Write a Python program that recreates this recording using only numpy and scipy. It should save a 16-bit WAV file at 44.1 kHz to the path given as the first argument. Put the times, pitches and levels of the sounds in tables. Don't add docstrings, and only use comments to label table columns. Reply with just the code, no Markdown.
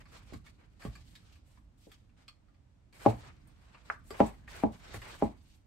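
import sys
import numpy as np
from scipy import signal
from scipy.fft import rfft, irfft, next_fast_len
from scipy.io import wavfile
from scipy.ndimage import uniform_filter1d, map_coordinates

SR = 44100
rng = np.random.default_rng(int(sys.argv[2]) if len(sys.argv) > 2 else 0)


def materialize(psi):
    bounded = np.clip(np.atleast_2d(psi).T, -1, 1)
    quanta = np.round(bounded * 32767).astype(np.int16)
    wavfile.write(sys.argv[1], SR, quanta)


N = 249667

# frequency_hz, coherence
COHERENCE = [(60, 0.85), (150, .88), (250, 0.62), (500, 0), (1500, 0.056), (6000, 0)]
# pitch_hz, width_hz, level_db
SCUFF_MODES = [(790, 500, 0)]


def amp(db):
    return 10 ** (np.asarray(db) / 20)


def unit(x):
    return x / np.sqrt(np.mean(x ** 2) + 1e-20)


def along(points, hz):
    frequencies, values = np.transpose(points)
    return np.interp(np.log(hz + 1), np.log(frequencies + 1), values)


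def arch(u):
    return np.sin(np.pi * np.clip(u, 0, 1))


def wobble(rate_hz):
    knots = rng.standard_normal(int(N * rate_hz / SR) + 4)
    return map_coordinates(knots, [np.arange(N) * rate_hz / SR])


def add(track, start_s, sound):
    part = track[:, max(round(start_s * SR), 0):][:, :sound.shape[1]]
    part += sound[:, :part.shape[1]]


def filtered(x, response):
    n = x.shape[-1]
    size = next_fast_len(n + SR // 4)
    return irfft(rfft(x, size) * response(np.fft.rfftfreq(size, 1 / SR)), size)[..., :n]


def pulse(gain, size=4096):
    cepstrum = irfft(np.log(np.maximum(gain(np.fft.rfftfreq(size, 1 / SR)), 1e-6)))
    cepstrum[1:size // 2] *= 2
    cepstrum[size // 2 + 1:] = 0
    return irfft(np.exp(rfft(cepstrum)))


def resonances(modes, hz):
    return np.sqrt(sum(abs(amp(db) * hz * width / (pitch ** 2 - hz ** 2 + 1j * hz * width)) ** 2
                       for pitch, width, db in modes))


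def port_angle(hz):
    return np.arccos(np.clip(along(COHERENCE, hz), -1, 1))


def diffuse(pair):
    weights = lambda hz: np.array([np.cos(port_angle(hz) / 2), np.sin(port_angle(hz) / 2)])
    mid, side = filtered(pair, weights)
    return np.array([mid + side, mid - side])


def coloured(pair, spectrum):
    return unit(diffuse(filtered(pair, lambda hz: amp(along(spectrum, hz)))))


def room(sound, pan_db, early_db, tail_db, onset_s=0.0018, early_t60_s=0.085):
    # frequency_hz, t60_s
    decay = [(60, 0.39), (200, 0.23), (600, 0.18), (1200, 0.28), (3000, 0.19), (8000, 0.26), (15000, 0.16)]
    # delay_s, left_gain, right_gain
    echoes = [(.0029, 0.13, 0.049), (.0037, .12, 0.34)]
    # pitch_hz, level_db, t60_s, build_s
    standing_waves = [(55.5, 16.5, 0.21, 0.018), (80.8, 10.5, 0.13, .02), (115.3, 10, 0.15, .02),
                      (219, 7.5, 0.13, 0.018), (303, 6, .17, 0.0059), (431.7, 6, 0.085, 0.029),
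                      (585, 0.5, 0.16, 0.0043), (673.5, 6, .12, 0.0016), (822.4, 11, 0.095, 0.0045),
                      (957, 2.5, 0.11, .004)]
    t = np.arange(SR // 2) / SR
    hz, frame_s, bands = signal.stft(rng.standard_normal((2, len(t))), SR, nperseg=256)
    bands *= amp(-60 * frame_s / along(decay, hz)[:, None])
    tail = signal.istft(bands, SR, nperseg=256)[1][:, :len(t)]
    early = rng.standard_normal((2, len(t))) * amp(-60 * t / early_t60_s)
    swell = 1 - np.exp(-(t / onset_s) ** 2)
    scatter = amp(tail_db) * unit(tail * swell) + amp(early_db) * unit(early * swell)
    response = diffuse(scatter) / np.sqrt(len(t))
    response[:, 0] += amp([pan_db / 2, -pan_db / 2])
    for delay_s, left, right in echoes:
        response[:, round(delay_s * SR)] += [left, right]
    for pitch_hz, db, t60_s, build_s in standing_waves:
        envelope = amp(-60 * t / t60_s) * (1 - np.exp(-t / build_s))
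        phase = port_angle(pitch_hz) * rng.choice([-.5, .5]) * np.array([[1], [-1]])
        wave = np.sin(2 * np.pi * pitch_hz * t + phase)
        response += 2 * amp(db + rng.normal()) * envelope / envelope.sum() * wave
    return signal.fftconvolve(sound[None], response, axes=1)


def room_tone(pan_db=-4.0, hiss_db=-76):
    # time_s, level_db
    rumble_levels = [(0.0, -55.5), (0.72, -60.5), (0.94, -54), (1.35, -60.5), (2.85, -63.5), (3.15, -53),
                     (3.77, -61.5), (4.11, -55), (5.2, -54.5), (5.66, -64.5)]
    # frequency_hz, density_db
    rumble_spectrum = [(15, -30), (30, -1), (52, 5), (105, 0.5), (150, -7), (215, -9), (310, -12.5),
                       (450, -37.5), (800, -39), (2000, -72.5)]
    # frequency_hz, density_db
    hiss_spectrum = [(100, -1.5), (330, 4.5), (550, 5.5), (1200, -1), (2500, -6), (5000, -11.5),
                     (9000, -15.5), (15500, -31.5)]
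    rumble_db = np.interp(np.arange(N) / SR, *np.transpose(rumble_levels))
    rumble = amp(rumble_db) * coloured(rng.standard_normal((2, N)), rumble_spectrum)
    hiss = amp(hiss_db) * coloured(rng.standard_normal((2, N)), hiss_spectrum)
    return rumble * amp([[pan_db / 2], [-pan_db / 2]]) + hiss


def patchy_colour(pair, depth_db):
    bands = signal.stft(pair, nperseg=512)[2]
    patches = uniform_filter1d(rng.standard_normal(bands.shape[1:]), size=4, axis=0)
    patches = uniform_filter1d(patches, size=10, axis=1)
    return signal.istft(bands * amp(depth_db * unit(patches)), nperseg=512)[1][:, :N]


def friction(spectrum, catches_per_s, catch_db, uneven_db):
    catches = (rng.random(N) < catches_per_s / SR) * rng.standard_normal((2, N))
    slide = patchy_colour(rng.standard_normal((2, N)) + amp(catch_db) * unit(catches), depth_db=1.5)
    return unit(coloured(slide, spectrum) * amp(uneven_db * wobble(rate_hz=60)))


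def stroke_levels(speed_exponent=0.55, linger_db=-5.5, linger_t60_s=0.45):
    # start_s, length_s, leather_db, denim_offset_db, fizz_offset_db
    strokes = [(0, 0.026, -58.5, -7, -11), (0.056, 0.11, -67.5, -2.5, -11), (0.116, 0.084, -58, -3.5, -8.5),
               (0.187, .06, -66.5, -6, -24), (0.248, .14, -65, 0, -8.5), (0.44, 0.072, -65, -1, -9),
               (0.58, 0.088, -67, -12, -21), (0.675, 0.24, -80.5, 0.5, -6), (0.794, 0.095, -55.5, -6, -8),
               (0.897, 0.15, -71, 4.5, -4), (1.04, 0.15, -74, 4, 5), (1.135, 0.28, -73, 3, -7.5),
               (1.437, 0.16, -77, 1, 1), (1.773, 0.13, -81.5, 10, 11), (1.891, 0.08, -69.5, 0.5, -7),
               (2.164, 0.09, -70, -3, -14), (2.923, .1, -63, -5, -2.5), (2.993, .15, -51.5, -4, -6.5),
               (3.165, 0.099, -61.5, -3, -9.5), (3.226, 0.09, -56.5, -9, -21), (3.33, 0.45, -72, -6.5, -13),
               (3.6, 0.34, -68, -5, -18.5), (3.722, 0.075, -64.5, -13.5, -34),
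               (3.848, 0.11, -60, -4.5, -9.5), (4.038, 0.11, -70, -2, 4), (4.098, 0.22, -52, -7.5, -8.5),
               (4.139, 0.019, -51, -18, -20.5), (4.343, 0.2, -71.5, -5.5, -14),
               (4.472, 0.17, -52, -5, -8.5), (4.716, 0.059, -60.5, -5, -5), (4.79, 0.2, -56, -3.5, -16),
               (4.934, .045, -49.5, -2.5, -6.5), (5.013, 0.16, -50.5, -5, -12),
               (5.175, 0.12, -56.5, -6, -7.5), (5.37, 0.23, -81, 7.5, 4)]
    t, power = np.arange(N) / SR, np.zeros((3, N))
    for start_s, length_s, db, denim_offset_db, fizz_offset_db in strokes:
        speed = arch(t[:round(length_s * SR)] / length_s)
        peaks = amp([[db], [db + denim_offset_db], [db + fizz_offset_db]])
        add(power, start_s, (peaks * speed ** speed_exponent) ** 2)
    pole = amp(-60 / (linger_t60_s * SR)) ** 2
    lingering = signal.lfilter([1 - pole], [1, -pole], power)
    return np.sqrt(power + amp(linger_db) ** 2 * lingering)


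def rubbing():
    # frequency_hz, density_db
    leather_spectrum = [(150, -19), (350, -1), (750, -1.5), (1300, -1.5), (1700, -3), (2300, -3.5),
                        (3200, -14.5), (6000, -55), (12000, -58.5)]
    # frequency_hz, density_db
    denim_spectrum = [(900, -34), (2000, -5), (2900, 2.5), (4500, 1.5), (6300, -4.5), (8500, -7),
                      (14000, -54)]
    # frequency_hz, density_db
    fizz_spectrum = [(3500, -21), (6000, -8.5), (8000, 0), (12000, -4), (15500, -10)]
    leather, denim, fizz = stroke_levels()
    return (leather * friction(leather_spectrum, catches_per_s=630, catch_db=-7.5, uneven_db=1.0)
            + denim * friction(denim_spectrum, catches_per_s=120, catch_db=-10.0, uneven_db=2.0)
            + fizz * friction(fizz_spectrum, catches_per_s=160, catch_db=-13.5, uneven_db=2.5))


def joint_crack(start_s=3.9003, gain_db=-16.5, muffle_hz=2600):
    # pitch_hz, width_hz, level_db
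    modes = [(724, 370, -6.5), (1195, 120, 4.5), (1545, 190, 4), (2150, 250, -7.5), (2700, 290, -45)]
    out = np.zeros((2, N))
    snap = pulse(lambda hz: resonances(modes, hz) / (1 + (hz / muffle_hz) ** 8) * hz / (hz + 400))
    crack = room(snap / abs(snap).max(), pan_db=0, early_db=-2.0, tail_db=-8.5, early_t60_s=0.04)
    add(out, start_s, amp(gain_db) * crack)
    return out


def buckle_ticks(chatter_db=2, chatter_s=0.003, ring_db=5, ring_q=14):
    # start_s, level_db, tilt_db_per_octave, ring_hz
    contacts = [(0.056, -29, -7, 1670), (0.335, -20.5, -2.5, 2070), (0.4648, -25, -3, 2320),
                (0.82, -22, -4.5, 1590), (0.851, -19, -5, 1130), (0.954, -22, -3.5, 2390),
                (1.1542, -23, -1, 3900), (1.325, -35, -2, 2820), (1.357, -36.5, -3, 2730),
                (1.574, -33.5, -11, 1000), (1.917, -26, 0.5, 3300), (2.094, -44.5, -5, 2680),
                (2.281, -19, -4, 4230), (2.485, -41, -6, 1480), (2.544, -43.5, -6.5, 1860),
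                (2.9277, -32, -3, 2275), (3.474, -36.5, 9.5, 8800), (3.746, -24.5, -10.5, 2500),
                (4.1064, -14.5, -2.5, 1390), (4.264, -22, 4, 7600), (4.4786, -18, -9.5, 1830),
                (4.9427, -15, -5, 2115), (5.018, -17, -3.5, 3050)]
    # pitch_hz, width_hz, level_db
    buckle_modes = [(1170, 86, 1.5), (1728, 200, -0.5), (2300, 610, -2), (3280, 250, -7.5),
                    (4520, 350, -1.5), (4940, 320, -10), (7660, 1200, -9), (11900, 1500, -9.5)]
    out, t = np.zeros((2, N)), np.arange(SR // 12) / SR
    for start_s, db, tilt, ring_hz in contacts:
        modes = [(hz * np.exp(rng.normal(0, .02)), width, level + rng.normal(0, 1.5))
                 for hz, width, level in buckle_modes]
        modes.append((ring_hz, ring_hz / ring_q, ring_db))
        ring = pulse(lambda hz: resonances(modes, hz) * amp(tilt * np.log2((hz + 300) / 3000)))
        chatter = unit(rng.standard_normal(len(t)) * np.exp(-t / chatter_s))
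        force = amp(chatter_db) * chatter / np.sqrt(len(t))
        force[0] += 1
        tick = room(signal.fftconvolve(ring, force), pan_db=-1, early_db=4.5, tail_db=-3.5, onset_s=.002)
        add(out, start_s, amp(db) * tick / np.linalg.norm(tick))
    return out


def scuff(lead_s):
    t = np.arange(SR // 20) / SR
    brush = filtered(rng.standard_normal(len(t)), lambda hz: resonances(SCUFF_MODES, hz) ** 2)
    brush *= arch(t / (2 * lead_s))
    return np.array([brush, brush]) / np.linalg.norm(brush)


def sole_clops(thud_hz=100, boom_q=4, lag_s=0.0045, lag_hz=200, scuff_lead_s=0.012, scuff_db=-36):
    # start_s, gain_db, hardness_hz, weight_db, boom_hz, boom_db, pan_db
    landings = [(0.323, -0.5, 344, 27, 87.2, -9, -9), (0.3362, -.5, 290, 17, 150, 17, 6),
                (0.8502, 6.5, 430, 16.5, 137, 14.5, -2), (1.868, -20.5, 540, 29, 380, 18.5, 3),
                (3.061, 29, 954, -11.5, 116, 13.5, 6), (4.106, -6.5, 578, -8.5, 430, 16, 10),
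                (4.2030, 27.5, 1300, -2, 210, 6.5, 1.5), (4.6354, 20.5, 970, 3, 228, 11, 5.5),
                (4.943, 1, 700, 21.5, 107, 8.5, -1), (5.2227, 21.5, 920, 2.5, 230, 10.5, -0.5)]
    # frequency_hz, level_db
    sole_spectrum = [(25, -39), (55, -17.5), (130, -13), (260, -7), (400, -6.5), (650, -3.5), (850, -5),
                     (1100, -14.5), (1500, -26), (2200, -21), (4000, -29), (9000, -23.5), (16000, -27.5)]
    out = np.zeros((2, N))
    bending = lambda hz: np.exp(-2j * np.pi * lag_s * lag_hz * np.log1p(hz / lag_hz))
    for start_s, db, hardness_hz, weight_db, boom_hz, boom_db, pan_db in landings:
        contact = lambda hz: 1 / np.sqrt(1 + (hz / hardness_hz) ** 4)
        thud = lambda hz: amp(weight_db / (1 + (hz / thud_hz) ** 2))
        boom = lambda hz: np.hypot(1, resonances([(boom_hz, boom_hz / boom_q, boom_db)], hz))
        slap = pulse(lambda hz: amp(along(sole_spectrum, hz)) * contact(hz) * thud(hz) * boom(hz))
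        clop = room(filtered(slap, bending), pan_db, early_db=0.5, tail_db=-4.5, early_t60_s=0.051)
        add(out, start_s, amp(db) * clop)
        scuff_gain = amp(db + scuff_db) * contact(SCUFF_MODES[0][0])
        add(out, start_s - scuff_lead_s, scuff_gain * scuff(scuff_lead_s))
    return out


def scene():
    return sole_clops() + buckle_ticks() + joint_crack() + rubbing() + room_tone()


def record(dry):
    # frequency_hz, gain_db
    port_response = [(8800, -0.5), (9500, -4), (10100, -20.5), (10900, 0), (12000, -2), (13200, -1.5),
                     (14000, -21.5), (15200, -3.5)]
    top_hz = 15760
    return filtered(dry, lambda hz: amp(along(port_response, hz)) * (hz < top_hz))


dry = scene()
out = record(dry)
materialize(out)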